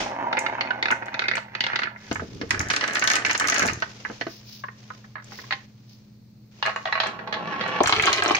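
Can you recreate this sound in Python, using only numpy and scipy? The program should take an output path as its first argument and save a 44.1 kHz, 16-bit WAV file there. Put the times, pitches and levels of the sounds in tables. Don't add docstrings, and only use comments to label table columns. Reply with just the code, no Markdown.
import sys
import numpy as np
from scipy import signal
from scipy.fft import rfft, irfft
from scipy.io import wavfile
from scipy.ndimage import map_coordinates

SR = 44100
rng = np.random.default_rng(int(sys.argv[2]) if len(sys.argv) > 2 else 0)


def dump(signal):
    limited = np.clip(np.atleast_2d(signal).T, -1, 1)
    pcm = np.round(limited * 32767).astype(np.int16)
    wavfile.write(sys.argv[1], SR, pcm)


N = 369999
TIME = np.arange(N) / SR


def from_db(db):
    return 10 ** (np.asarray(db) / 20)


def unit_rms(x):
    return x / np.sqrt(np.mean(x ** 2) + 1e-20)


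def band(x, low_hz, high_hz, order=2):
    sos = signal.butter(order, [low_hz, min(high_hz, .45 * SR)], "band", fs=SR, output="sos")
    return signal.sosfilt(sos, x)


def colour(x, points, size=4096):
    hz, db = np.transpose(points)
    grid_hz = np.maximum(np.fft.rfftfreq(size, 1 / SR), 1)
    gain = from_db(np.interp(np.log(grid_hz), np.log(hz), db))
    cepstrum = irfft(np.log(gain))
    cepstrum[1:size // 2] *= 2
    cepstrum[size // 2 + 1:] = 0
    response = irfft(np.exp(rfft(cepstrum)))
    return signal.oaconvolve(np.atleast_2d(x), response[None], axes=1)[:, :x.shape[-1]]


def wide_noise(size, apart_hz=750):
    mid, side = rng.standard_normal((2, size))
    side = signal.sosfilt(signal.butter(1, apart_hz, "high", fs=SR, output="sos"), side)
    return unit_rms(mid + side * [[1], [-1]])


def add(out, time_s, sound):
    start = max(round(time_s * SR), 0)
    out[:, start:start + sound.shape[1]] += sound[:, :N - start]


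def envelopes(curve, fade_s=.004):
    times_s, *columns_db = np.transpose(curve)
    t = np.arange(times_s[0], times_s[-1], 1 / SR)
    fade = np.clip(np.minimum(t - t[0], t[-1] - t) / fade_s, 0, 1)
    return [fade * from_db(np.interp(t, times_s, db)) for db in columns_db]


def fluttering_noise(curve, shape, flutter_db, gain_db):
    gain, = envelopes(curve)
    flutter = unit_rms(band(rng.standard_normal(len(gain)), 3.5, 70))
    noise = colour(wide_noise(len(gain)), shape) * from_db(flutter_db * flutter)
    out = np.zeros((2, N))
    add(out, curve[0][0], gain * unit_rms(noise))
    return from_db(gain_db) * out


CLATTER_TAIL_LEVELS = [(0, -27.5), (.05, -36.5), (.12, -49), (.3, -83)]
# (frequency [Hz], gain [dB])
CLATTER_TAIL_COLOUR = [(800, 0.5), (2000, 2.5), (5500, 4.5), (7000, -9.5), (10000, -13), (15000, -34)]


def clatter_tail():
    return fluttering_noise(CLATTER_TAIL_LEVELS, CLATTER_TAIL_COLOUR, flutter_db=-0.7, gain_db=5.0)


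# (frequency [Hz], level [dB])
HUM_TONES = [(118.4, -54.5), (209.9, -58)]
# (frequency [Hz], gain [dB])
ROOM_COLOUR = [(15, -42.5), (25, -28.5), (87, -15.5), (102, -11.5), (123, -5.5), (149, -13.5), (217, -17),
               (242, -20), (416, -33.5), (677, -41), (3250, -44.5), (4370, -29.5), (7110, -49.5),
               (14800, -41.5), (16000, -52.5)]


def room_hum(noise_db=-54.5, waver=0.082):
    hum = 0
    for hz, db in HUM_TONES:
        tone = np.sqrt(2) * np.sin(2 * np.pi * hz * TIME)
        sidebands = unit_rms(band(rng.standard_normal(N), hz - 9, hz + 9))
        hum += from_db(db) * (tone + waver * sidebands)
    return hum + from_db(noise_db) * unit_rms(colour(wide_noise(N), ROOM_COLOUR))


# (time [s], lag [ms])
LEFT_LAG = [(0, 0.15), (1.3, 0.31), (1.6, -0.32), (2.2, -0.16), (2.7, -0.23), (3.8, -0.27), (4.2, 0.047),
            (6.6, 0.019), (7.8, -0.094), (8.39, -0.24)]


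def contact(time_s, t60_s, spike, hold_s=0.0023, size=5000):
    decay_s = np.maximum(np.arange(size) / SR - hold_s, 0)
    ring = wide_noise(size) * from_db(-60 * decay_s / t60_s)
    ring /= np.sqrt(np.sum(ring ** 2) / 2)
    ring[:, 0] += spike
    lag = round(np.interp(time_s, *np.transpose(LEFT_LAG)) * SR / 1000)
    return np.array([np.roll(ring[0], max(lag, 0)), np.roll(ring[1], max(-lag, 0))])


def wood(x, modes, swings_db):
    out = x.copy()
    for (hz, width_hz, db), swing_db in zip(modes, swings_db):
        radius = np.exp(-np.pi * width_hz / SR)
        numerator = np.array([1, 0, -1]) * (1 - radius ** 2) / 2
        denominator = [1, -2 * radius * np.cos(2 * np.pi * hz / SR), radius ** 2]
        out += signal.lfilter(numerator, denominator, from_db(db + swing_db) * x)
    return out


def wander(x, share, turns_per_s=14):
    size = x.shape[1]
    steps = np.arange(size)
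    turns = rng.standard_normal(60)
    drift = np.interp(steps * turns_per_s / SR, np.arange(len(turns)), turns)
    position = np.clip(steps + np.cumsum(share * (drift - drift.mean())), 0, size - 1)
    return np.array([map_coordinates(channel, [position], order=3) for channel in x])


def rolling(curve, shape, modes, bumps_per_s, uneven_db, hiss, drift, gain_db, node_swing_db=2.5):
    rumble_gain, grit_gain = envelopes(curve)
    size, start_s = len(rumble_gain), curve[0][0]
    bumps = (rng.random(size) < bumps_per_s / SR) * rng.standard_normal(size)
    bumps = unit_rms(bumps * from_db(uneven_db * np.minimum(rng.exponential(1, size), 3)))
    taps = signal.oaconvolve(bumps[None], contact(start_s, t60_s=0.02, spike=1.34), axes=1)[:, :size]
    node_rates_hz = [2.5 * np.sqrt(hz / 1000) for hz, _, _ in modes]
    swings_db = [node_swing_db * np.sin(2 * np.pi * (rate_hz * TIME[:size] + rng.random()))
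                 for rate_hz in node_rates_hz]
    drive = colour(unit_rms(taps) + hiss * wide_noise(size), shape)
    board = wander(wood(drive, modes, swings_db), drift)
    rumble = unit_rms(band(board, 91, 1480, order=3))
    grit = unit_rms(band(board, 1530, 13000, order=3))
    out = np.zeros((2, N))
    add(out, start_s, rumble_gain * rumble + grit_gain * grit)
    return from_db(gain_db) * out


def crack_level(ring_db, hardness, soft_db=-21, hard_db=7.5):
    return ring_db + np.interp(hardness, [0, 1], [soft_db, hard_db])


def bouncing(table, thud_db, loss_db, softening, max_hops, hop_ratio=0.75, settled_s=.006):
    blows = []
    for time_s, db, hz, hardness, hop_s in table:
        for _ in range(max_hops + 1):
            blows.append((time_s, db, hz, db + thud_db, crack_level(db, hardness)))
            if hop_s < settled_s:
                break
            time_s += hop_s
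            db -= loss_db
            hardness -= softening
            hop_s *= hop_ratio
    return blows


def at_level(x, db):
    return from_db(db) * x / np.sqrt(np.mean(x[:, :SR // 50] ** 2))


def knocks(blows, modes, t60_s, spike, spread, thud_hz, crack_hz, gain_db, spot_db=5.5):
    out = np.zeros((2, N))
    for time_s, ring_db, ring_hz, thud_db, crack_db in blows:
        impact = contact(time_s, t60_s, spike)
        board = wood(impact, modes, spot_db * rng.standard_normal(len(modes)))
        hardness = np.interp(crack_db - ring_db, [-22, -1], [0, 1])
        band_ratio = 1 + spread * (0.78 + 0.64 * hardness)
        top_hz = np.interp(hardness, [0, 1], [2900, 7400])
        board = signal.sosfilt(signal.butter(5, top_hz, fs=SR, output="sos"), board)
        ring = at_level(band(board, ring_hz / band_ratio, ring_hz * band_ratio), ring_db)
        thud = at_level(band(board, *thud_hz), thud_db)
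        crack = at_level(band(board, *crack_hz, order=3), crack_db)
        add(out, time_s, ring + thud + crack)
    return from_db(gain_db) * out


# (time [s], ring level [dB], ring pitch [Hz], hardness [0-1], first hop [s] or 0)
RAMP_KNOCKS = [(.3278, -22, 1730, 0.6, 0), (.3698, -21.5, 2160, 0.4, 0.01),
               (.4635, -21, 1750, 0.62, 0.00024), (.582, -30, 1190, 0, 0),
               (.6089, -21.5, 1650, 0.79, 0.0038), (.673, -32, 2000, 0.25, 0),
               (.7064, -19, 1550, 0.4, 0.0013), (.8262, -18, 2100, 0.68, 0),
               (.8558, -19.5, 1580, 0.6, 0.0006), (.8835, -22, 1900, 0.5, 0),
               (.9048, -23, 1200, 0.67, 0.00069), (.9135, -19.5, 1360, 0.15, 0.00044),
               (.9205, -16.5, 1600, 0, 0.0031), (1.0225, -32, 1500, 0.12, 0), (1.083, -29.5, 1590, 0.2, 0),
               (1.1422, -25, 1900, 0.59, 0.00085), (1.1926, -20, 1900, 0.74, 0.027),
               (1.283, -17, 2050, 0.67, .03), (1.369, -24, 1990, 0.6, 0), (1.3785, -27, 1300, 0.64, 0.0029),
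               (1.5505, -25.5, 1740, .72, 0), (1.6061, -20.5, 1960, 0.93, 0),
               (1.6391, -21.5, 2001, .85, 0.0021), (1.6652, -23, 1780, 0.77, 0.00083),
               (1.6855, -30, 1600, 0.35, 0.014), (1.7328, -22.5, 1574, 0.27, 0.0014),
               (1.7584, -20.5, 1890, 0.82, 0.002), (1.7905, -22.5, 1700, .65, .028),
               (1.8332, -25, 1720, 0.82, 0), (1.8713, -26.5, 1530, .1, 0.0047), (1.9605, -38, 1600, 0, 0)]
# (frequency [Hz], width [Hz], gain [dB])
RAMP_MODES = [(250, 45, -2), (370, 40, -3), (530, 25, -1), (660, 45, 1), (810, 50, 2), (910, 70, 4),
              (1385, 70, 4), (1510, 70, 5), (1700, 70, 1), (1950, 90, 1), (2130, 70, 5), (2510, 90, 2),
              (2850, 100, 5), (3600, 200, -2), (4400, 150, 0)]
# (time [s], rumble level [dB], grit level [dB])
RAMP_ROLL = [(0, -35.5, -46), (0.27, -33, -43), (0.48, -35.5, -39.5), (0.9, -39.5, -43.5),
             (1.26, -47, -43.5), (1.47, -55, -52.5), (1.73, -50, -35.5), (1.93, -52, -65), (2.1, -93, -49)]
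# (frequency [Hz], gain [dB])
RAMP_ROLL_COLOUR = [(80, -25), (150, -18), (240, -6.5), (330, -10), (470, -12), (560, -6), (760, -4),
                    (900, -.5), (1050, -1.5), (1250, -8), (2000, -10.5), (3500, -22.5), (6000, -27),
                    (10000, -66.5)]


def ramp_run():
    blows = bouncing(RAMP_KNOCKS, thud_db=-22.5, loss_db=2.5, softening=0.16, max_hops=3)
    rattle = knocks(blows, RAMP_MODES, t60_s=0.033, spike=0.46, spread=0.31,
                    thud_hz=(191.6, 489), crack_hz=(2610, 4680), gain_db=-2.5)
    roll = rolling(RAMP_ROLL, RAMP_ROLL_COLOUR, RAMP_MODES, bumps_per_s=900,
                   uneven_db=3.0, hiss=0.42, drift=.035, gain_db=1.5)
    return rattle + roll


def glass(contacts, t60_s, spike, width, sparkle_db, gain_db):
    out = np.zeros((2, N))
    for time_s, db, hz in contacts:
        impact = contact(time_s, t60_s, spike, hold_s=0)
        tick = band(impact, hz / (1 + width), hz * (1 + width))
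        sparkle = from_db(sparkle_db) * band(impact, 7360, 11400)
        add(out, time_s, at_level(tick + sparkle, db))
    return from_db(gain_db) * out


# (time [s], level [dB], pitch [Hz])
GLASS_CLICKS = [(0.39, -31, 6750), (0.9124, -36.5, 6400), (1.0583, -51.5, 6595), (1.355, -38, 6500),
                (1.801, -56, 6445), (2.128, -38, 6106), (2.147, -44, 6600), (2.348, -52, 4740),
                (2.493, -52, 4270), (2.5067, -30.5, 6300), (2.5937, -28, 5600), (2.613, -37, 6200),
                (2.686, -39.5, 6100), (2.7043, -34.5, 6800), (2.7327, -36, 6600), (2.7626, -33, 7040),
                (2.8779, -36.5, 6500), (2.9337, -36, 6500), (2.9492, -33, 7040), (2.9946, -29, 5950),
                (3.04, -28.5, 6050), (3.0745, -24.5, 5800), (3.1, -27.5, 5970), (3.1162, -26, 5560),
                (3.1348, -30, 5700), (3.1555, -28, 6500), (3.165, -34.5, 6200), (3.261, -35, 6300),
                (3.2849, -44.5, 6300), (3.3104, -32, 6100), (3.3313, -35, 6200), (3.3775, -30, 6340),
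                (3.398, -26.5, 6750), (3.4725, -27, 5700), (3.4843, -28, 6500), (3.4992, -24, 5540),
                (3.5437, -28.5, 6200), (3.582, -27.5, 5530), (3.594, -24, 5500), (3.627, -29, 5470),
                (3.658, -31, 6300), (3.666, -31, 5900), (3.677, -29.5, 5300), (3.7329, -37, 5800),
                (3.8018, -46, 4650), (5.2435, -52, 6450), (6.6616, -42, 6420), (6.7609, -48, 6360),
                (7.07, -44, 6160), (7.6798, -50, 6360), (7.834, -30, 6360), (7.8727, -26.5, 6400),
                (7.8805, -31.5, 6800), (7.8946, -37, 6400), (8.023, -32, 6550), (8.0567, -31, 6550),
                (8.1295, -24, 5330), (8.2223, -45, 7000), (8.2373, -33.5, 8000), (8.3176, -39, 4600),
                (8.3251, -43, 4800)]


def marble_clicks():
    return glass(GLASS_CLICKS, t60_s=0.021, spike=0.35, width=0.32, sparkle_db=-6.5, gain_db=2.5)


def strokes(table, shape, attack_s, release_s, fade_db, flutter_db, gain_db):
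    out = np.zeros((2, N))
    for start_s, length_s, db in table:
        end_s, quiet_db = start_s + length_s, db - fade_db
        curve = [(start_s - attack_s, quiet_db), (start_s, db), (end_s, db),
                 (end_s + release_s, quiet_db)]
        out += fluttering_noise(curve, shape, flutter_db, gain_db)
    return out


# (start [s], length [s], level [dB])
SLEEVE_BRUSHES = [(2.06, 0.036, -48.5), (2.2, 0.41, -52), (2.48, 0.014, -60), (3.77, 0.39, -47.5),
                  (4.3, 0.26, -57), (4.8, 0.16, -54), (5.31, 0.15, -48.5), (5.6, 0.38, -65),
                  (6.6, 0.27, -53)]
# (frequency [Hz], gain [dB])
SLEEVE_COLOUR = [(200, 7), (700, 1.5), (2500, 3.5), (5000, 11), (6300, 2.5), (8000, -11.5), (12000, -9),
                 (15000, -25)]


def sleeve_brushes():
    return strokes(SLEEVE_BRUSHES, SLEEVE_COLOUR, attack_s=.09, release_s=0.2,
                   fade_db=9.5, flutter_db=2.0, gain_db=4.0)


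# (time [s], ring level [dB], ring pitch [Hz], thud level [dB], hardness [0-1])
TRAY_THUDS = [(2.113, -27, 1060, -27.5, 0.67), (2.157, -27.5, 1400, -48, 0.22), (2.1953, -30, 1370, -46, 0),
              (2.221, -58, 900, -34, 0.2), (2.4132, -32.5, 1417, -33.5, 0.75), (2.431, -49, 900, -37, 0.2),
              (3.635, -39, 696, -31, 0), (3.648, -34, 650, -35, 0.05), (3.658, -34, 610, -32, 0),
              (3.822, -21, 1320, -43, 0.51), (4.05, -26.5, 1530, -49, 0), (4.0989, -37, 1310, -38, 0),
              (4.2114, -26, 1490, -36, 0.67), (4.2673, -34, 1190, -33, 0.61)]
# (frequency [Hz], width [Hz], gain [dB])
TRAY_MODES = [(260, 100, 0), (450, 50, 0), (670, 45, 1), (860, 50, -1), (1250, 70, -2), (1520, 45, 3.5),
              (1730, 55, 4.5), (1930, 40, 0), (2133, 30, -2), (2950, 200, -7), (4266, 120, -3),
              (5270, 100, -8)]


def tray_thuds():
    blows = [(time_s, db, hz, thud_db, crack_level(db, hardness))
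             for time_s, db, hz, thud_db, hardness in TRAY_THUDS]
    return knocks(blows, TRAY_MODES, t60_s=0.063, spike=0.47, spread=0.37,
                  thud_hz=(146, 523), crack_hz=(2860, 5260), gain_db=-1.5)


# (start [s], length [s], level [dB])
FRAME_BOOMS = [(2.12, 0.35, -44.5), (2.52, 0.09, -38.5), (3.17, 0.1, -53.5), (3.42, 0.016, -51),
               (3.63, 0.034, -37.5), (7.81, 0.05, -41.5), (7.97, 0.018, -43), (8.1, 0.25, -51)]
# (frequency [Hz], gain [dB])
BOOM_COLOUR = [(20, -28), (45, -38.5), (85, 5), (130, -2), (220, -9.5), (400, -12.5), (1000, -64)]


def frame_booms():
    return strokes(FRAME_BOOMS, BOOM_COLOUR, attack_s=.05, release_s=0.24,
                   fade_db=23.0, flutter_db=4.5, gain_db=2.5)


def chance_contacts(spans, per_s, level_db, spread_db):
    slots_s = np.concatenate([np.arange(start_s, end_s, 1 / per_s) for start_s, end_s in spans])
    return [(slot_s + rng.uniform(-.5, .5) / per_s, level_db + spread_db * rng.uniform(-1, 1))
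            for slot_s in slots_s]


def jostling(contacts, ring_hz, thud_db, hardness, scatter_octaves):
    blows = []
    for time_s, db in contacts:
        hz = ring_hz * 2 ** (scatter_octaves * rng.uniform(-1, 1))
        blows.append((time_s, db, hz, db + thud_db, crack_level(db, hardness)))
    return blows


# (time [s], ring level [dB], ring pitch [Hz], hardness [0-1], first hop [s] or 0)
TRAY_KNOCKS = [(2.5071, -17, 1750, 0.7, 0), (2.545, -26, 1700, 0.38, 0.0029),
               (2.6034, -23, 1650, 0.14, 0.00048), (2.7012, -20.5, 1700, 0.83, .009),
               (2.7366, -20, 1650, .62, 0.00094), (2.7626, -22, 1700, 0.85, 0.0015),
               (2.81, -24, 1650, 0.8, 0), (2.8384, -20.5, 1600, 0.65, 0.0018), (2.8779, -27, 1650, 0.74, 0),
               (2.9541, -21, 1700, 0.76, .014), (3.0227, -17.5, 1600, 0.5, 0.00037),
               (3.0405, -22.5, 1550, 0.5, .008), (3.0743, -19.5, 1600, .93, 0),
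               (3.1005, -17.5, 1800, .72, .012), (3.135, -22, 1800, 0.8, 0.0011),
               (3.1545, -19, 1800, .71, .009), (3.183, -25.5, 1700, 0.4, 0.0033),
               (3.249, -17.5, 1800, 0.64, .014), (3.2955, -20.5, 1700, 0.6, .007),
               (3.3104, -22, 1700, 0.75, 0.00039), (3.3494, -21.5, 1650, .75, 0),
               (3.3982, -22, 1700, 0.66, 0), (3.409, -21, 1200, 0.1, 0.0015),
               (3.419, -22, 1900, 0.1, 0.00021), (3.4416, -23.5, 1550, 0.36, .008),
               (3.4842, -19.5, 1800, 0.7, 0.00084), (3.5, -25.5, 1800, 0.4, 0),
               (3.5212, -21.5, 1750, 0.7, .022), (3.5611, -21, 1850, 0.76, 0.0032),
               (3.6051, -24.5, 1900, 0.6, 0.0011), (3.62, -17.5, 1800, 0.2, 0.001),
               (3.6839, -21, 1850, 0.5, .012)]
# (start [s], end [s])
STIR_SPANS = [(2.7, 2.98), (3.05, 3.2), (3.3, 3.72)]
# (time [s], rumble level [dB], grit level [dB])
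TRAY_ROLL = [(2.48, -51, -45), (2.53, -30, -39), (2.65, -35, -37), (2.8, -33, -35), (2.97, -29, -24),
             (3.012, -36.5, -39), (3.17, -27.5, -32.5), (3.23, -34.5, -37.5), (3.36, -36.5, -34),
             (3.62, -23.5, -23), (3.79, -45, -58), (3.85, -37, -58)]
# (frequency [Hz], gain [dB])
TRAY_ROLL_COLOUR = [(80, -22), (250, -10), (550, -6), (1000, -7), (1300, 0), (1700, 9), (2800, 0),
                    (6000, -13), (10000, -17), (15000, -32.5)]


def tray_scrabble():
    blows = bouncing(TRAY_KNOCKS, thud_db=-23, loss_db=2.0, softening=0.11, max_hops=1)
    touches = chance_contacts(STIR_SPANS, per_s=14, level_db=-33.5, spread_db=-1.0)
    blows += jostling(touches, ring_hz=1700, thud_db=-7.5, hardness=0.72, scatter_octaves=0.22)
    rattle = knocks(blows, TRAY_MODES, t60_s=0.043, spike=0.36, spread=0.34,
                    thud_hz=(152.3, 645), crack_hz=(2860, 5300), gain_db=-3.0)
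    roll = rolling(TRAY_ROLL, TRAY_ROLL_COLOUR, TRAY_MODES, bumps_per_s=400,
                   uneven_db=0.0, hiss=0.45, drift=.03, gain_db=-3.0)
    return rattle + roll


# (start [s], length [s], level [dB])
SLEEVE_SWISHES = [(4.3, 0.052, -49.5), (4.48, 0.09, -49), (5.33, 0.092, -51), (5.9, 0.03, -59)]
# (frequency [Hz], gain [dB])
SWISH_COLOUR = [(1000, -30), (3000, -6.5), (5000, 8.5), (6300, -6.5), (8000, -34), (10000, -16),
                (12000, -1), (15000, -12)]


def sleeve_swishes():
    return strokes(SLEEVE_SWISHES, SWISH_COLOUR, attack_s=0.055, release_s=0.14,
                   fade_db=24, flutter_db=2.0, gain_db=10.0)


# (time [s], ring level [dB], ring pitch [Hz], hardness [0-1], first hop [s] or 0)
FRAME_TAPS = [(4.6373, -33, 1330, .1, .047), (4.903, -38.5, 1200, .1, 0), (5.042, -52, 1300, .05, 0),
              (5.1551, -37.5, 1400, .2, .011), (5.181, -46, 1450, .25, .008), (5.199, -47, 1400, .2, .022),
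              (5.32, -47, 1500, .25, .02), (5.388, -43, 1550, .35, .05), (5.5082, -30, 1600, .7, 0),
              (5.5233, -28, 1600, .73, .0095)]
# (frequency [Hz], width [Hz], gain [dB])
FRAME_MODES = [(625, 18, 16), (800, 45, 8), (1045, 65, 7), (1275, 60, -3), (1490, 60, 4), (1690, 70, 7),
               (1880, 80, 6), (2080, 60, 1), (3870, 140, 2), (4290, 120, 2)]


def frame_taps():
    blows = bouncing(FRAME_TAPS, thud_db=-19, loss_db=7.0, softening=.05, max_hops=1)
    return knocks(blows, FRAME_MODES, t60_s=.04, spike=0.33, spread=0.34,
                  thud_hz=(273, 686), crack_hz=(2860, 4640), gain_db=3.0)


# (time [s], ring level [dB], ring pitch [Hz], hardness [0-1], first hop [s] or 0)
TRACK_KNOCKS = [(6.6258, -23.5, 1550, .77, 0), (6.6535, -27, 1500, .5, 0), (6.6616, -23, 1500, .48, .0105),
                (6.694, -30, 1400, .5, 0), (6.7609, -27, 1400, .4, 0), (6.8548, -27.5, 1450, .68, .018),
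                (6.9248, -21, 1600, .6, .029), (7.0011, -23, 1450, .9, .0335), (7.1908, -35, 1400, .4, 0),
                (7.2745, -35, 1400, .6, 0), (7.3255, -27.5, 1600, .8, 0), (7.3405, -30, 1600, .8, 0),
                (7.6105, -29, 1300, .8, .0275)]
# (frequency [Hz], width [Hz], gain [dB])
TRACK_MODES = [(175, 30, 10), (495, 55, 2), (646, 32, 11), (745, 32, 8), (835, 45, 8), (1105, 40, 11),
               (1262, 25, 5), (1375, 36, 2), (1560, 70, 2), (1700, 50, 6), (1905, 45, 8), (2840, 70, 1),
               (3330, 190, -3), (4070, 140, 0)]
# (time [s], rumble level [dB], grit level [dB])
TRACK_ROLL = [(7.06, -40, -34), (7.14, -47, -50.5), (7.31, -43, -56.5), (7.47, -38.5, -40),
              (7.8, -37.5, -33.5)]
# (frequency [Hz], gain [dB])
TRACK_ROLL_COLOUR = [(80, -7), (180, -5.5), (330, -3), (650, -9), (950, -5.5), (1110, .5), (1300, -4),
                     (1600, -6), (1900, -13), (2300, -8), (4000, -14), (5500, -19), (7000, -34),
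                     (10000, -55)]


def top_track():
    blows = bouncing(TRACK_KNOCKS, thud_db=-15.5, loss_db=3, softening=0.15, max_hops=2)
    rattle = knocks(blows, TRACK_MODES, t60_s=0.036, spike=0.4, spread=0.54,
                    thud_hz=(520, 960), crack_hz=(2860, 4600), gain_db=-0.5)
    roll = rolling(TRACK_ROLL, TRACK_ROLL_COLOUR, TRACK_MODES, bumps_per_s=600,
                   uneven_db=1.0, hiss=0.3, drift=.012, gain_db=3.5)
    return rattle + roll


def tumbling(table, thud_db, loss_db_per_octave):
    first_hz = table[0][2]
    blows = []
    for time_s, db, hz, hardness in table:
        loss_db = loss_db_per_octave * np.log2(hz / first_hz)
        blows.append((time_s, db, hz, db + thud_db - loss_db, crack_level(db, hardness)))
    return blows


def grazing(contacts, low_hz, high_hz):
    return [(time_s, db, low_hz * (high_hz / low_hz) ** rng.random()) for time_s, db in contacts]


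# (time [s], ring level [dB], ring pitch [Hz], hardness [0-1])
DROP_KNOCKS = [(7.8044, -18.5, 778, 0.44), (7.8101, -22.5, 666, .1), (7.838, -24.5, 1470, .3),
               (7.859, -26, 1500, 0.89), (7.874, -21, 1580, 0.6), (7.8941, -21.5, 1300, 0.77),
               (7.9245, -19.5, 1320, 0.93), (7.9343, -22, 1250, 0.6), (7.963, -28, 1800, 0.92),
               (7.997, -17, 2220, 0.24), (8.036, -19.5, 2050, 0.62), (8.068, -25, 1860, 0.97),
               (8.074, -18.5, 1330, 0.68), (8.083, -21, 1300, 0.5), (8.092, -25.5, 1400, 0.75),
               (8.121, -29, 1290, 0), (8.13, -23.5, 2500, 1), (8.148, -27, 2200, 0.1),
               (8.181, -27.5, 1900, 0.86), (8.2223, -20, 1370, 0.65), (8.26, -22.5, 1120, 0.75),
               (8.3088, -20, 860, 0.54), (8.348, -17, 2200, 0.56), (8.367, -28, 1850, 0.84)]
# (frequency [Hz], width [Hz], gain [dB])
DROP_MODES = [(336, 70, 11), (430, 70, 2), (730, 100, 5), (910, 70, 0), (1095, 70, 4), (1290, 65, 6),
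              (1590, 90, 1), (2090, 100, 4), (2330, 90, 0), (3160, 260, -9), (4110, 300, -4)]
# (time [s], rumble level [dB], grit level [dB])
DROP_ROLL = [(7.81, -40.5, -35.5), (8.05, -34, -25), (8.19, -35.5, -26), (8.207, -37, -28),
             (8.213, -54, -59), (8.24, -30, -28), (8.39, -33.5, -29.5)]
# (frequency [Hz], gain [dB])
DROP_ROLL_COLOUR = [(80, -9), (200, -30), (400, 1.5), (1300, 1), (2300, 2.5), (4000, 3), (6500, -13),
                    (10000, -21), (15000, -22)]
# (start [s], end [s])
CROWD_SPANS = [(7.87, 8.2), (8.24, 8.37)]


def end_drop(pan_db=0.66):
    blows = tumbling(DROP_KNOCKS, thud_db=-4, loss_db_per_octave=19.0)
    rattle = knocks(blows, DROP_MODES, t60_s=0.043, spike=0.66, spread=0.27,
                    thud_hz=(215, 624), crack_hz=(2860, 4800), gain_db=-1.5)
    roll = rolling(DROP_ROLL, DROP_ROLL_COLOUR, DROP_MODES, bumps_per_s=900,
                   uneven_db=1.0, hiss=0.15, drift=.04, gain_db=0.0)
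    touches = chance_contacts(CROWD_SPANS, per_s=55, level_db=-34, spread_db=10)
    grazes = grazing(touches, low_hz=2550, high_hz=5900)
    crunch = glass(grazes, t60_s=0.018, spike=0.45, width=0.14, sparkle_db=-21, gain_db=-1.5)
    return (rattle + roll + crunch) * from_db([[pan_db], [-pan_db]])


def room(x, wet_db, low_t60_s=0.27, high_t60_s=0.23, onset_s=0.0039, split_hz=2500, size=20000):
    t = np.arange(size) / SR
    low = band(wide_noise(size), 160, split_hz, order=1) * from_db(-60 * t / low_t60_s)
    high = band(wide_noise(size), split_hz, 8800, order=1) * from_db(-60 * t / high_t60_s)
    tail = (low + high) * (1 - np.exp(-(t / onset_s) ** 2))
    tail /= np.sqrt(np.sum(tail ** 2) / 2)
    return x + from_db(wet_db) * signal.oaconvolve(x, tail, axes=1)[:, :N]


def scene():
    ramp = ramp_run()
    thuds = tray_thuds()
    scrabble = tray_scrabble()
    taps = frame_taps()
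    track = top_track()
    drop = end_drop()
    clicks = marble_clicks()
    marbles = (room(ramp, wet_db=-13) + room(scrabble + drop, wet_db=-11)
               + room(thuds + taps, wet_db=-15) + room(track, wet_db=-7.5)
               + room(clicks, wet_db=-8.5))
    return marbles + frame_booms() + sleeve_brushes() + sleeve_swishes() + clatter_tail() + room_hum()


# (frequency [Hz], left gain [dB], right gain [dB])
PORT_COLOURS = [(102, 1, 1), (512, 7, 6.5), (1060, 0.5, 3), (1480, -3.5, 1.5), (2463, -0.5, 2),
                (4340, -6, -9.5), (4880, -8.5, -6.5), (5980, 0, -5.5), (6660, 2, -7), (9100, -8.5, -24.5),
                (13300, -21, -21), (14900, 3, -4)]


def record(dry, cutoff_hz=15700):
    ports = np.array(PORT_COLOURS)
    left = colour(dry[0], ports[:, [0, 1]])
    right = colour(dry[1], ports[:, [0, 2]])
    low_pass = signal.ellip(10, .3, 80, cutoff_hz, fs=SR, output="sos")
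    return signal.sosfilt(low_pass, np.vstack([left, right]))


dry = scene()
out = record(dry)
dump(out)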